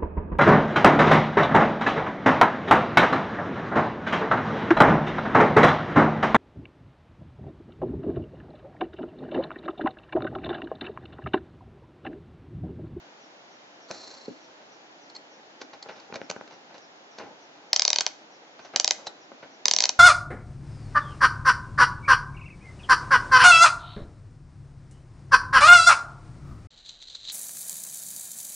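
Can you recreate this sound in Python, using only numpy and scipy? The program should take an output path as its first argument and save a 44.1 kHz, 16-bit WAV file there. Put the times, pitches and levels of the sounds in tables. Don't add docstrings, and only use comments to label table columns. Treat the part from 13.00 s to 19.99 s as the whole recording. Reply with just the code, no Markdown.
import sys
import numpy as np
from scipy import signal
from scipy.fft import rfft, irfft, next_fast_len
from scipy.io import wavfile

SR = 44100
rng = np.random.default_rng(int(sys.argv[2]) if len(sys.argv) > 2 else 0)


def transcribe(signal):
    frames = np.atleast_2d(signal).T
    limited = np.clip(frames, -1, 1)
    pcm = np.round(limited * 32767).astype(np.int16)
    wavfile.write(sys.argv[1], SR, pcm)


N = 308259
TIME = np.arange(N) / SR
FREQ = np.fft.rfftfreq(N, 1 / SR)


def pawl(slip_s=0.00082, slip_db=-15, chatter_s=0.0011, chatter_db=-9,
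         rebound_s=0.0016, rebound_db=-13, housing_s=0.002175, housing_db=-17):
    # pitch in Hz, width in Hz, level in dB.
    reel_modes = [(727, 120, -46), (923, 53, -11), (1617, 100, -12), (2435, 230, -12), (2713, 67, -29),
                  (3264, 115, -4), (3880, 230, -1), (4446, 250, 6.5), (4950, 350, 4.5), (5630, 370, 2.5),
                  (6050, 380, -4.5), (6930, 210, -15), (6850, 220, -24)]
    # pitch in Hz, width in Hz, level in dB.
    housing_modes = [(500, 620, -22), (621, 46, 4), (732, 65, 1.5), (783, 43, 1), (970, 72, 1.5),
                     (1864, 230, -3.5), (2470, 780, -1.5)]
    lead = 64
    out, t = np.zeros(N), (np.arange(4096) - lead) / SR
    for s, db, bass_db, treble_db, lean_db in teeth():
        slip_luck, rebound_luck, strength_luck = rng.standard_normal(3)
        slip_at = max(lead - int(slip_s * SR * (1 + .2 * slip_luck)), 0)
        rebound_at = lead + int(abs(rebound_s * SR * (1 + .25 * rebound_luck)))
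        chatter = rng.standard_normal(len(t)) * (t > 0) * np.exp(-np.abs(t) / chatter_s)
        force = undb(chatter_db) * chatter / np.linalg.norm(chatter)
        force[lead] += 1
        force[slip_at] += undb(slip_db)
        force[rebound_at] += undb(rebound_db + 2 * strength_luck)
        share_hz = [2600, 3800, 4400, 4900, 5500, 6100]
        share_db = [bass_db, 0, lean_db, -lean_db, 0, treble_db]
        modes = [(hz, width, mode_db + 3 * rng.standard_normal() + np.interp(hz, share_hz, share_db))
                 for hz, width, mode_db in reel_modes]
        add(out, s - lead / SR, burst(resonate(force, modes), db))
        hum = butter(resonate(force, housing_modes), 2700, "low")
        add(out, s - lead / SR + housing_s, burst(hum, db + housing_db + bass_db / 2))
    return out


def teeth(bass_rise_db_per_s=44.5, breakaway_db=0.9, breakaway_bass_db=9, seating_s=0.02):
    teeth_s = [
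        [4.7314, 4.7625, 4.7955, 4.8204, 4.8514, 4.879, 4.9031, 4.9308, 4.96, 4.9857, 5.008, 5.0649],
        [5.761, 5.7989, 5.845, 5.8776, 5.909],
        [6.656, 6.6825, 6.7123, 6.7366, 6.7639, 6.7866, 6.805, 6.823, 6.839, 6.855, 6.8923],
    ]
    # level in dB, sag in dB per second, extra bass in dB,
    # extra treble in dB, seconds until the pawl is seated.
    pushes = [(-15.5, 19.5, -6.5, 1, 0.11), (-17.5, 9.5, -1.5, 9, .2), (-15, 28, -5.5, 9, .04)]
    for times, (db, sag, bass_db, treble_db, seated_s) in zip(teeth_s, pushes):
        for s in times:
            age = s - times[0]
            first = s == times[0]
            level = db - sag * age + first * breakaway_db + 1.18 * rng.standard_normal()
            bass = bass_db + bass_rise_db_per_s * age + first * breakaway_bass_db
            treble = treble_db + 2.5 * rng.standard_normal()
            lean = 3.6 * np.tanh((age - seated_s) / seating_s)
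            yield s, level, bass, treble, lean


def pings(rise_s=0.0016, fade_s=0.0039):
    # start in seconds, level in dB, pitch ratio.
    grazes = [(1.03, -52, 0.96), (1.255, -50, 0.95), (2.097, -50.5, 0.96), (2.149, -44.5, 0.96),
              (2.161, -40.5, 0.96), (2.825, -41, 0.96), (2.998, -53, 1), (6.068, -33, 0.88)]
    # pitch in Hz, width in Hz, level in dB.
    gear_modes = [(930, 220, 5.5), (2200, 280, 2), (3500, 580, -5), (4480, 170, 16.5), (4270, 130, -12),
                  (5090, 130, -30), (5870, 590, -26), (6530, 300, -24)]
    out, t = np.zeros(N), np.arange(4096) / SR
    for s, db, pitch in grazes:
        force = grains(len(t), spread_db=2.5) * (1 - np.exp(-t / rise_s)) * np.exp(-t / fade_s)
        modes = [(hz * pitch, width, mode_db) for hz, width, mode_db in gear_modes]
        add(out, s, burst(resonate(force, modes), db))
    return out


def frame(force, db, contact_hz, shell_db=-2, ring_db=1):
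    # pitch in Hz, width in Hz, level in dB.
    body_modes = [(178, 14, -7.5), (324, 570, -4.5), (543, 188, 3), (797, 21, 4)]
    shell_modes = [(1050, 220, -3.5), (1500, 240, 9), (2050, 1700, 0.5), (2830, 540, -4.5)]
    ring_modes = [(4090, 1000, 16.5), (4527, 120, 12.5), (5100, 500, 17.5), (5900, 270, 20.5),
                  (6640, 400, -49)]
    body = butter(resonate(force, body_modes), [115, 1200], "band")
    shell = butter(resonate(force, shell_modes), [800, 2900], "band", order=4)
    ring = butter(resonate(force, ring_modes), 3300, "high", order=3)
    whole = burst(body, db) + burst(shell, db + shell_db) + burst(ring, db + ring_db)
    return butter(whole, contact_hz, "low", order=3)


def knocks(rattle_db=4, scrape_db=-9):
    # time in seconds, level in dB, rattle time in seconds, cut-off in Hz.
    blows = [(.905, -37.5, 0.0075, 1500), (0.9117, -40, 0.0017, 9000), (2.6154, -40.5, 0.006, 5250),
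             (3.099, -43.5, 0.0042, 750), (3.125, -40.5, 0.0018, 2200), (3.1414, -41, 0.0033, 4600),
             (3.157, -37.5, 0.0053, 4600), (3.2155, -38, .0004, 2200), (3.3001, -35, 0.0024, 9000),
             (3.312, -39, 0.0025, 8100), (3.363, -39.5, 0.0017, 1800), (3.411, -42, 0.00038, 1900),
             (3.477, -52.5, .0026, 4530), (3.51, -52, 0.0041, 3700), (3.781, -55.5, 0.0037, 8000),
             (4.185, -44, .0095, 5900), (6.069, -41, 0.0062, 9070), (6.317, -44, 0.0062, 1200)]
    lead = 882
    out, t = np.zeros(N), (np.arange(4096) - lead) / SR
    for s, db, rattle_s, contact_hz in blows:
        rattle = grains(len(t), spread_db=4) * np.exp(-np.abs(t) / rattle_s)
        rattle[:lead] *= undb(scrape_db)
        force = undb(rattle_db) * np.sqrt(rattle_s / 0.0031) * rattle / np.linalg.norm(rattle)
        force[lead] += 1
        add(out, s - lead / SR, frame(force, db, contact_hz))
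    return out


def rubs(rise_s=0.00067):
    # start in seconds, level in dB, fade time in seconds, cut-off in Hz.
    slides = [(.92, -49, 0.074, 7000), (2.731, -46, 0.015, 4000), (2.856, -44, 0.01, 1400),
              (2.886, -38.5, 0.025, 3080), (2.955, -47, 0.084, 4200), (3.136, -37, 0.046, 900),
              (3.52, -49.5, 0.041, 3800), (3.742, -48, 0.019, 4000), (4.195, -37.5, 0.038, 2700),
              (4.225, -41.5, 0.078, 850), (4.306, -45, .024, 850), (5.591, -46.5, .015, 3500),
              (5.647, -47, 0.017, 4800), (5.735, -39, 0.028, 2500), (5.979, -44, 0.072, 1300),
              (6.426, -43, 0.016, 2700), (6.66, -35.5, 0.16, 800)]
    out, t = np.zeros(N), np.arange(SR // 2) / SR
    for s, db, fade_s, contact_hz in slides:
        force = grains(len(t), spread_db=4) * (1 - np.exp(-t / rise_s)) * np.exp(-t / fade_s)
        add(out, s, frame(force, db, contact_hz))
    return out


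def bump(start_s=1.28, db=-33, soft_hz=640, push_s=0.008):
    # pitch in Hz, width in Hz, level in dB.
    low_modes = [(178, 22, 7.3), (254, 77, 6), (335, 32, 3.2), (406, 47, 10.4), (497, 35, 3)]
    out, t = np.zeros(N), np.arange(SR // 2) / SR
    force = rng.standard_normal(len(t)) * np.exp(-t / push_s)
    force /= np.linalg.norm(force)
    force[0] += 1
    thud = butter(resonate(force, low_modes), [115, soft_hz], "band", order=5)
    add(out, start_s, burst(thud, db))
    return out


def spool(start_s=0.877, db=-48, rise_s=0.026, coast_s=0.22, fade_db_per_s=56, turn_hz=33, wobble_db=3):
    # pitch in Hz, width in Hz, level in dB.
    whirr_modes = [(630, 460, 7), (1500, 1800, -7), (4200, 350, 11.5), (5400, 440, -1), (6400, 700, -45)]
    age = np.maximum(TIME - start_s, 0)
    turns = np.cumsum(turn_hz * np.exp(-0.5 * age)) / SR
    force = grains(N, spread_db=5.5) * undb(wobble_db * np.sin(2 * np.pi * turns))
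    envelope = np.minimum(age / rise_s, 1) * undb(db - fade_db_per_s * np.maximum(age - coast_s, 0))
    return unit(resonate(force, whirr_modes)) * envelope


def grip(per_s=1.6, db=-55, spread_db=2, fade_s=0.017):
    out, t = np.zeros(N), np.arange(SR // 4) / SR
    for s in rng.uniform(0, N / SR, int(per_s * N / SR)):
        force = grains(len(t), spread_db=3) * t * np.exp(-t / fade_s)
        add(out, s, frame(force, db + spread_db * rng.standard_normal(), contact_hz=2600))
    return out


def bird(first_s=0.2, every_s=0.3, length_s=0.054, start_hz=6100, end_hz=5300, db=-59.5, echo_s=0.025):
    out, t = np.zeros(N), np.arange(int(length_s * SR)) / SR
    echo_t = np.arange(SR // 8) / SR
    trill_hz = 350 * np.sin(2 * np.pi * 170 * t)
    envelope = np.sin(np.pi * t / length_s) ** .5
    for s in np.arange(first_s, N / SR, every_s):
        hz = np.linspace(start_hz, end_hz, len(t)) * (1 + .02 * rng.standard_normal())
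        chirp = np.sin(2 * np.pi * np.cumsum(hz + trill_hz) / SR) * envelope
        echoes = rng.standard_normal(len(echo_t)) * np.exp(-echo_t / echo_s)
        smeared = signal.fftconvolve(chirp, echoes / np.linalg.norm(echoes))
        add(out, s, undb(db + rng.standard_normal()) * smeared)
    return out


def room(x, low_t60_s=0.25, high_t60_s=0.36, first_s=0.0021, build_s=0.0023, side_db=-3):
    # frequency in Hz, level in dB.
    tail_colour = [(100, -22.5), (300, 1), (430, -11), (660, -8), (800, -7), (930, -23), (1300, -7.5),
                   (2500, -13.5), (4500, -19), (7000, -18.5)]
    # delay in seconds, level in dB.
    reflections = [(.0091, -30), (.0099, -23), (0.0112, -16.5), (0.0145, -22.5), (0.017, -29), (0.018, -35),
                   (0.0245, -26.5)]
    age = np.maximum(TIME - first_s, 0)
    build = 1 - np.exp(-age / build_s)
    fades = [build * undb(-60 * age / t60) for t60 in (low_t60_s, high_t60_s)]
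    low_fade, high_fade = [fade / np.linalg.norm(fade) for fade in fades]
    tails = []
    for _ in range(2):
        noise = colour(rng.standard_normal(N), tail_colour)
        low = butter(noise, 1500, "low", order=1)
        tails.append((low * low_fade + (noise - low) * high_fade)[:SR])
    response = stereo(tails[0], undb(side_db) * tails[1])
    for delay_s, db in reflections:
        response[[0, 1], int(delay_s * SR) + rng.integers(0, 6, 2)] += undb(db)
    return signal.fftconvolve(x[None], response, axes=1)[:, :N]


def room_tone(db=-54.5):
    # frequency in Hz, relative level in dB.
    air = [(30, -31), (60, -39), (100, -18.5), (170, -7.5), (250, -3.5), (297, 2.5), (360, -2), (600, 0),
           (810, 0), (1100, -7), (1500, -8), (2600, -14), (6000, -17), (7000, -20.5), (7700, -38)]
    # frequency in Hz, side against mid in dB.
    width = [(100, -15.5), (300, -9.5), (650, -4), (1400, 2), (3100, 6), (6800, -1)]
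    mid = colour(rng.standard_normal(N), air)
    side = colour(colour(rng.standard_normal(N), air), width)
    return stereo(mid, side) / np.std(mid) * undb(db)


def microphone_ports(x, lag_db=-5, shadow_db=-13):
    mids = butter(x, [900, 3000], "band")
    bend = np.imag(signal.hilbert(mids, next_fast_len(N)))[:N]
    return stereo(x, undb(lag_db) * np.gradient(x) / 2 + undb(shadow_db) * bend)


def limiter(x, threshold=0.88, release_s=0.5):
    log_peak = np.log(np.abs(x).max(axis=0) + 1e-9)
    held = np.exp(np.maximum.accumulate(log_peak + TIME / release_s) - TIME / release_s)
    return x * np.minimum(1, threshold / held)


def undb(db):
    return 10 ** (np.asarray(db) / 20)


def unit(x):
    return x / np.sqrt(np.mean(x ** 2))


def stereo(mid, side):
    return np.array([mid + side, mid - side])


def burst(x, db):
    return x * undb(db) * np.sqrt(SR / 100 / np.sum(x ** 2))


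def add(track, s, x):
    i = int(round(s * SR))
    track[i:i + len(x)] += x[:N - i]


def colour(x, points):
    hz, db = np.transpose(points)
    return irfft(rfft(x) * undb(np.interp(np.log(FREQ + 1), np.log(hz), db)), N)


def butter(x, hz, kind, order=2):
    return signal.sosfilt(signal.butter(order, hz, kind, fs=SR, output="sos"), x)


def resonate(x, modes):
    return sum(undb(db) * signal.lfilter(*signal.iirpeak(hz, hz / width, fs=SR), x)
               for hz, width, db in modes)


def grains(size, spread_db):
    return unit(rng.standard_normal(size) * undb(spread_db * np.minimum(rng.exponential(size=size), 4)))


def scene():
    snaps = butter(pawl(), 7000, "low", order=4)
    snaps = butter(snaps, 140, "high")
    reel = snaps + pings() + knocks() + rubs() + grip() + spool() + bump()
    return microphone_ports(reel) + room(reel) + room_tone() + bird()


def record(dry, drive_db=1, mic_top_hz=7650, lopsided=0.014):
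    x = signal.sosfilt(signal.ellip(10, .3, 75, mic_top_hz, fs=SR, output="sos"), undb(drive_db) * dry)
    x = x + lopsided * butter(x ** 2, 3000, "high", order=4)
    x = butter(limiter(x), 55, "high")
    return signal.sosfilt(signal.ellip(8, .2, 70, 16300, fs=SR, output="sos"), x)


dry = scene()
out = record(dry)
transcribe(out)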